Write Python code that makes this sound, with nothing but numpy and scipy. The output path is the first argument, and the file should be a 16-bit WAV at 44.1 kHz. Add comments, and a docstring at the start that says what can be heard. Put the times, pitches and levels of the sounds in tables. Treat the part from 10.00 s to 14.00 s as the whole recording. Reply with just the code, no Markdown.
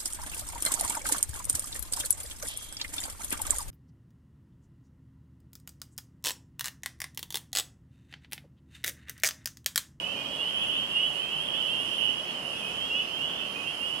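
"""A dense night chorus of small tree frogs, mostly off to the right of a pair of microphones.
Each peep is a nearly pure whistle that slides upward. Near frogs stand out, far ones merge,
and the trees scatter them all. Well behind them lie distant traffic, a low hum and a drone,
with soft hiss, a faint sizzle and, on the left, a thin high whine that swells and fades."""
import sys
import numpy as np
from scipy import signal
from scipy.io import wavfile

SR = 44100
rng = np.random.default_rng(int(sys.argv[2]) if len(sys.argv) > 2 else 0)


def to_wav(s):
    """Save 16-bit WAV."""
    ch = np.atleast_2d(s).T  # columns
    pcm = np.round(np.clip(ch, -1, 1) * 32767)  # PCM
    wavfile.write(sys.argv[1], SR, pcm.astype(np.int16))


N = 176400
TIME = np.arange(N) / SR


def peeps(rows):
    """Frog whistles that rise in pitch and swell in mid-call, each from its own direction."""
    attack_s, release_s, swell_db = .022, 0.017, 2
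    glide_bow = 0.26   # the pitch climbs fastest at first
    left_lead_s, lead_spread_s = .00043, 0.00011   # lead at the left microphone; scatter between frogs
    waver_hz, flutter_db = 8.07 * drift(49.4), 1.63 * drift(55)
    out = np.zeros((2, N))
    for row, (phase, place, bearing) in zip(rows, rng.random((len(rows), 3))):
        start, length, hz, rise, db, pan = row
        first, last = int((start - attack_s / 2) * SR), int((start + length + release_s / 2) * SR)
        i = np.arange(max(0, first), min(N, last))
        t = i / SR - start
        own = (i + int(place * N)) % N   # each peep has its own stretch of waver and flutter
        progress = np.clip(t / length, 0, 1)
        pitch = hz + rise * (t / length + glide_bow * progress * (1 - progress)) + waver_hz[own]
        cycles = phase + np.cumsum(pitch) / SR
        lead_s = left_lead_s + lead_spread_s * (2 * bearing - 1)
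        angle = 2 * np.pi * (cycles + pitch * lead_s * np.array([[1], [0]]))
        gate = np.clip(t / attack_s + .5, 0, 1) * np.clip((length - t) / release_s + .5, 0, 1)
        arch_db = swell_db * (np.sin(np.pi * progress) - 2 / np.pi)
        level = np.sin(gate * np.pi / 2) ** 2 * from_db(db + arch_db + flutter_db[own])
        out[:, i] += panned(pan) * level * np.sin(angle)
    return out


def near_frogs():
    """The frogs closest to the microphones: separate peeps with their echoes behind them."""
    # Each row: start in seconds, length in seconds, starting pitch in Hz, rise in Hz,
    # relative level in dB, left over right in dB.
    near_peeps = [(-0.09, 0.16, 2730, 244, -31.5, -11), (0, 0.14, 2520, 192, -45, -2.5),
                  (0.04, 0.098, 3026, 107, -36.5, -20), (0.15, 0.081, 3080, 228, -42, -15),
                  (0.16, 0.065, 2450, 30, -39.5, -6), (0.28, 0.077, 2910, 195, -39, -17),
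                  (0.39, 0.1, 2746, 265, -32.5, -4), (0.43, 0.13, 3037, 243, -34.5, -14),
                  (0.44, 0.11, 2665, 108, -46, -6), (0.54, 0.099, 2950, 161, -30, -4),
                  (0.57, 0.09, 3195, 203, -40, -20), (0.58, 0.084, 2530, 140, -41, -5),
                  (0.6, 0.07, 2940, 139, -40, -18), (0.62, 0.094, 2810, 158, -31.5, -6),
                  (0.68, 0.08, 3120, 135, -37, -21), (0.72, 0.11, 2765, 134, -39, -3),
                  (0.74, 0.12, 2660, 130, -44, -4), (0.74, 0.1196, 3058, 160.7, -30.5, -3),
                  (0.88, 0.11, 2915, 280, -32, -7), (0.885, 0.096, 2690, 171, -40, 2),
                  (0.93, 0.093, 3370, 151, -47, -3), (0.95, 0.125, 2798, 209, -25, -6),
                  (0.96, 0.09, 2630, 120, -36, -4), (0.99, 0.1, 3110, 226, -39.5, -16),
                  (1.16, 0.1, 2880, 287, -32, -10), (1.23, 0.2, 2510, 343, -40.5, -5),
                  (1.25, 0.097, 3090, 206, -39, -10), (1.3, 0.12, 2860, 313, -32, -5),
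                  (1.39, 0.086, 3190, 208, -37.5, -13), (1.48, 0.15, 2860, 264, -32.5, -12),
                  (1.52, 0.07, 3040, 100, -47, -13), (1.61, 0.09, 2890, 173, -32, -7),
                  (1.66, 0.15, 3040, 250, -34, -6), (1.68, 0.1, 2670, 194, -32, -9),
                  (1.77, 0.092, 2730, 242, -33, -8), (1.85, 0.1, 3030, 139, -33, -17),
                  (1.91, 0.05, 2800, 150, -30, -9), (1.92, 0.06, 3310, 190, -50, 3),
                  (1.94, 0.087, 2660, 167, -52, -17), (1.98, 0.065, 3110, 203, -42, -12),
                  (1.98, 0.094, 2870, 163, -29, -20), (2.0, 0.14, 2778, 253.8, -30, -18),
                  (2.15, 0.07, 3230, 110, -42, -17), (2.15, 0.1, 2855, 238, -36.5, -5),
                  (2.26, 0.056, 3180, 200, -43.5, -5), (2.27, 0.047, 2750, 90, -40, -9),
                  (2.28, 0.12, 2990, 112.5, -38, -10), (2.43, 0.08, 2790, 301, -37.5, -14),
                  (2.46, 0.12, 2610, 150, -45, -9), (2.61, 0.13, 3090, 270, -45, -10),
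                  (2.62, 0.11, 2500, 123, -39.5, -6), (2.68, 0.087, 2990, 90, -47, -3),
                  (2.77, 0.11, 3047, 250, -34, -5), (2.9, 0.12, 2726, 252, -28, -4),
                  (2.93, 0.064, 3230, 190, -37.5, -2), (2.94, 0.096, 2600, 80, -35.5, -16),
                  (3.09, 0.098, 2990, 226, -35, -17), (3.17, 0.078, 2670, 139, -36, -7),
                  (3.2, 0.075, 2810, 110, -30.5, -11), (3.21, 0.095, 3226, 203, -38.5, -1),
                  (3.22, 0.12, 2980, 177, -36, -9), (3.3, 0.08, 2640, 148, -40, -3),
                  (3.33, 0.088, 3375, 151, -45.5, -5), (3.39, 0.12, 2940, 220, -36, -26),
                  (3.4, 0.068, 2600, 121, -40, -11), (3.55, 0.083, 2480, 80, -35.5, -15),
                  (3.64, 0.08, 2710, 144, -34.5, -14), (3.66, 0.058, 3075, 233, -37, -15),
                  (3.8, 0.15, 2750, 257, -30.5, -11), (3.83, 0.078, 3080, 167, -46, -11),
                  (3.95, 0.061, 3280, 170, -41, -8)]
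    calls = from_db(0.67) * peeps(near_peeps)
    return calls + from_db(-5) * trees(calls)


def far_frogs():
    """Frogs farther off: many overlapping peeps at random pitches, washed out by the trees."""
    # The surges of the far chorus. Each row: time in seconds, level in dB.
    surges = [(0, -35.5), (.3, -35), (.55, -36.5), (.76, -29.5), (.9, -38.5), (1.06, -33), (1.3, -41),
              (1.55, -30), (1.85, -37), (2.06, -31.5), (2.22, -39), (2.3, -37), (2.45, -36.5), (2.7, -35),
              (2.97, -36), (3.12, -38.5), (3.3, -35.5), (3.6, -38), (4, -36)]
    peeps_per_s, typical_s = 100, .1
    count = int(peeps_per_s * (N / SR + typical_s))
    when, length, pitch, rise, size, side = np.clip(rng.standard_normal((count, 6)), -2.1, 2.1).T
    start_s = (np.arange(count) + when) / peeps_per_s - typical_s
    length_s = typical_s * np.exp(0.178 * length)
    start_hz, rise_hz = 2881 + 155 * pitch, 194.8 * np.exp(0.2065 * rise)
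    level_db = 1.5 * size + 0.15 * pitch ** 2   # the highest and lowest voices are a touch louder
    pan_db = -8.5 + 3 * side
    calls = peeps(np.transpose([start_s, length_s, start_hz, rise_hz, level_db, pan_db]))
    return from_db(over_time(surges)) * rms_one(calls + from_db(-4.5) * trees(calls))


def trees(calls):
    """Countless small echoes from trunks and ground, different at each microphone."""
    t60_s, first_echo_s = 0.68, 0.0021
    t = TIME[:SR]
    tail = rng.standard_normal((2, SR)) * from_db(-60 * t / t60_s) * (t > first_echo_s)
    tail /= np.sqrt(np.sum(tail ** 2, 1, keepdims=True))
    return signal.fftconvolve(calls, tail, axes=1)[:, :N]


def traffic_and_hiss():
    """The wash of distant traffic below the frogs' pitch, and soft hiss above it."""
    # The two spectra. Each row: frequency in Hz, relative spectral density in dB.
    traffic_spectrum = [(15, -49), (25, -23.5), (59, -8), (114, -14.5), (175, -2), (229, -1.5), (266, -1.5),
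                        (469, -3), (600, 0), (768, -3.5), (1120, -4), (1610, -8.5), (2300, -8), (2990, -42),
                        (5060, -120)]
    hiss_spectrum = [(2300, 5.5), (3700, -3.5), (4600, -4.5), (5300, -4.5), (6300, -9.5), (8000, -9.5),
                     (10500, -14), (14000, -17.5)]
    traffic = air_noise(traffic_spectrum, np.geomspace(22, 2400, 21), flicker_db=0.63)
    hiss = air_noise(hiss_spectrum, np.geomspace(2400, 16000, 13), flicker_db=1.14)
    return from_db(-42.5) * traffic + from_db(-48) * hiss


def air_noise(spectrum, edges_hz, flicker_db):
    """Slowly flickering bands of noise, alike at both microphones in the bass and diffuse higher up."""
    # The width of the background. Each row: frequency in Hz, likeness between the microphones
    # from 0 to 1, left over right in dB.
    stereo_image = [(60, 0.8, 3.5), (180, 0.77, 2), (350, 0.77, -1.5), (696, 0.18, -2), (1410, 0, -2.5),
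                    (2200, 0, -4.5), (4000, 0, 1.3), (6760, 0, 0), (9450, 0, 3), (13000, .02, 0)]
    out, white = 0, rng.standard_normal((2, 2, N))
    for k, (low, high) in enumerate(zip(edges_hz, edges_hz[1:])):
        band = signal.butter(2, [low, high], "band", fs=SR, output="sos")
        mid, side = signal.sosfilt(band, white[k % 2])
        hz = np.sqrt(low * high)
        alike, pan_db = at_hz(stereo_image, hz), at_hz(stereo_image, hz, column=2)
        gain = from_db(at_hz(spectrum, hz) + flicker_db * drift(2.9)) * panned(pan_db)
        out = out + gain * (np.sqrt(1 + alike) * mid + np.sqrt(1 - alike) * side * [[1], [-1]])
    return rms_one(out)


def hum():
    """A low hum in the distance, with faint thin whistles above it."""
    # Each row: pitch in Hz, level in dB, width in Hz, left over right in dB.
    tones = [(69, -68.5, 1.5, -1), (102.8, -64.5, 1.3, -2.5), (142.6, -59.5, 7.9, 3), (174.8, -60, 17, -3),
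             (274, -61, 2.4, 2), (848, -63, 3.2, -5), (1127, -60.5, 8.7, -14), (2542, -55, 30, -3),
             (8040, -76, 2, 12)]
    return sum(from_db(db) * panned(pan) * narrow_tone(hz, width) for hz, db, width, pan in tones)


def drone():
    """Two wavering tones of far machinery or traffic, dead centre and strongest near the start."""
    # Each row: time in seconds, level in dB.
    swells = [(0, -54), (.33, -50), (.45, -60), (1.6, -56), (2.3, -55.5), (4, -66)]
    tones = narrow_tone(hz=563, width_hz=14.5) + narrow_tone(hz=615.4, width_hz=14.5)
    return from_db(over_time(swells)) * rms_one(tones)


def whine():
    """A thin, fluttering tone well to the left, slightly sharper as it swells."""
    # Each row: time in seconds, relative level in dB.
    swells = [(0.0, -71), (0.31, -77.5), (0.34, -66), (0.69, -57.5), (0.88, -69.5), (0.93, -64),
              (1.21, -61), (1.25, -69.5), (1.4, -60), (1.55, -63.5), (1.95, -56.5), (2.38, -67),
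              (2.46, -59.5), (2.74, -62.5), (2.82, -66), (3.27, -67), (3.3, -70.5), (3.43, -70.5),
              (3.49, -64), (4.0, -61)]
    centre_hz, hz_per_db, lift_db, flutter_db = 9974, 3.3, 4, 1.7
    db = over_time(swells)
    hz = centre_hz + hz_per_db * (db - db.mean()) + 3 * drift(30)
    tone = rms_one(np.sin(2 * np.pi * np.cumsum(hz) / SR))
    return panned(pan_db=18) * from_db(lift_db + db + flutter_db * drift(37)) * tone


def sizzle():
    """A faint, high, diffuse band with a thin tone in it, perhaps far insects, slowly swelling."""
    # Each row: time in seconds, level of the band in dB.
    swells = [(0, -71), (1.3, -67), (1.6, -65), (2.25, -64), (2.55, -61), (3.15, -61.5), (3.4, -66),
              (4, -64.5)]
    band_hz = [4950, 5550]
    band = signal.butter(2, band_hz, "band", fs=SR, output="sos")
    noise = rms_one(signal.sosfilt(band, rng.standard_normal((2, N))))
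    tone = from_db(-5) * narrow_tone(hz=5140, width_hz=6.6)
    return from_db(over_time(swells)) * (noise + tone)


def narrow_tone(hz, width_hz):
    """A tone of unit power that wavers in strength and phase."""
    waver = drift(width_hz) + 1j * drift(width_hz)
    return rms_one(np.real(waver * np.exp(2j * np.pi * hz * TIME)))


def drift(rate_hz):
    """Smooth random motion of unit power, mostly slower than rate_hz."""
    hop, settle = 40, 2000
    pole = np.exp(-2 * np.pi * hop * rate_hz / SR)
    white = rng.standard_normal(N // hop + settle + 2)
    slow = signal.lfilter([1], [1, -2 * pole, pole * pole], white)[settle:]
    return np.interp(np.arange(N) / hop, np.arange(len(slow)), rms_one(slow))


def from_db(db):
    """Decibels to gain."""
    return 10 ** (np.asarray(db) / 20)


def rms_one(x):
    """Scale to unit power."""
    return x / np.sqrt(np.mean(x ** 2) + 1e-20)


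def panned(pan_db):
    """Left and right gains of unit mean power; positive is to the left."""
    return rms_one(from_db(np.array([[pan_db], [-pan_db]]) / 2))


def at_hz(table, hz, column=1):
    """Read a column on a log-frequency scale."""
    table = np.array(table)
    return np.interp(np.log(hz), np.log(table[:, 0]), table[:, column])


def over_time(points):
    """Join points of time and value with straight lines."""
    return np.interp(TIME, *np.transpose(points))


def scene():
    """The night background with the near and far frogs in front of it."""
    return traffic_and_hiss() + hum() + drone() + sizzle() + whine() + near_frogs() + far_frogs()


def record(dry):
    """The recorder cuts the top treble steeply."""
    cutoff_hz = 14550
    return signal.sosfilt(signal.ellip(12, .1, 90, cutoff_hz, fs=SR, output="sos"), dry)


dry = scene()
out = record(dry)
to_wav(out)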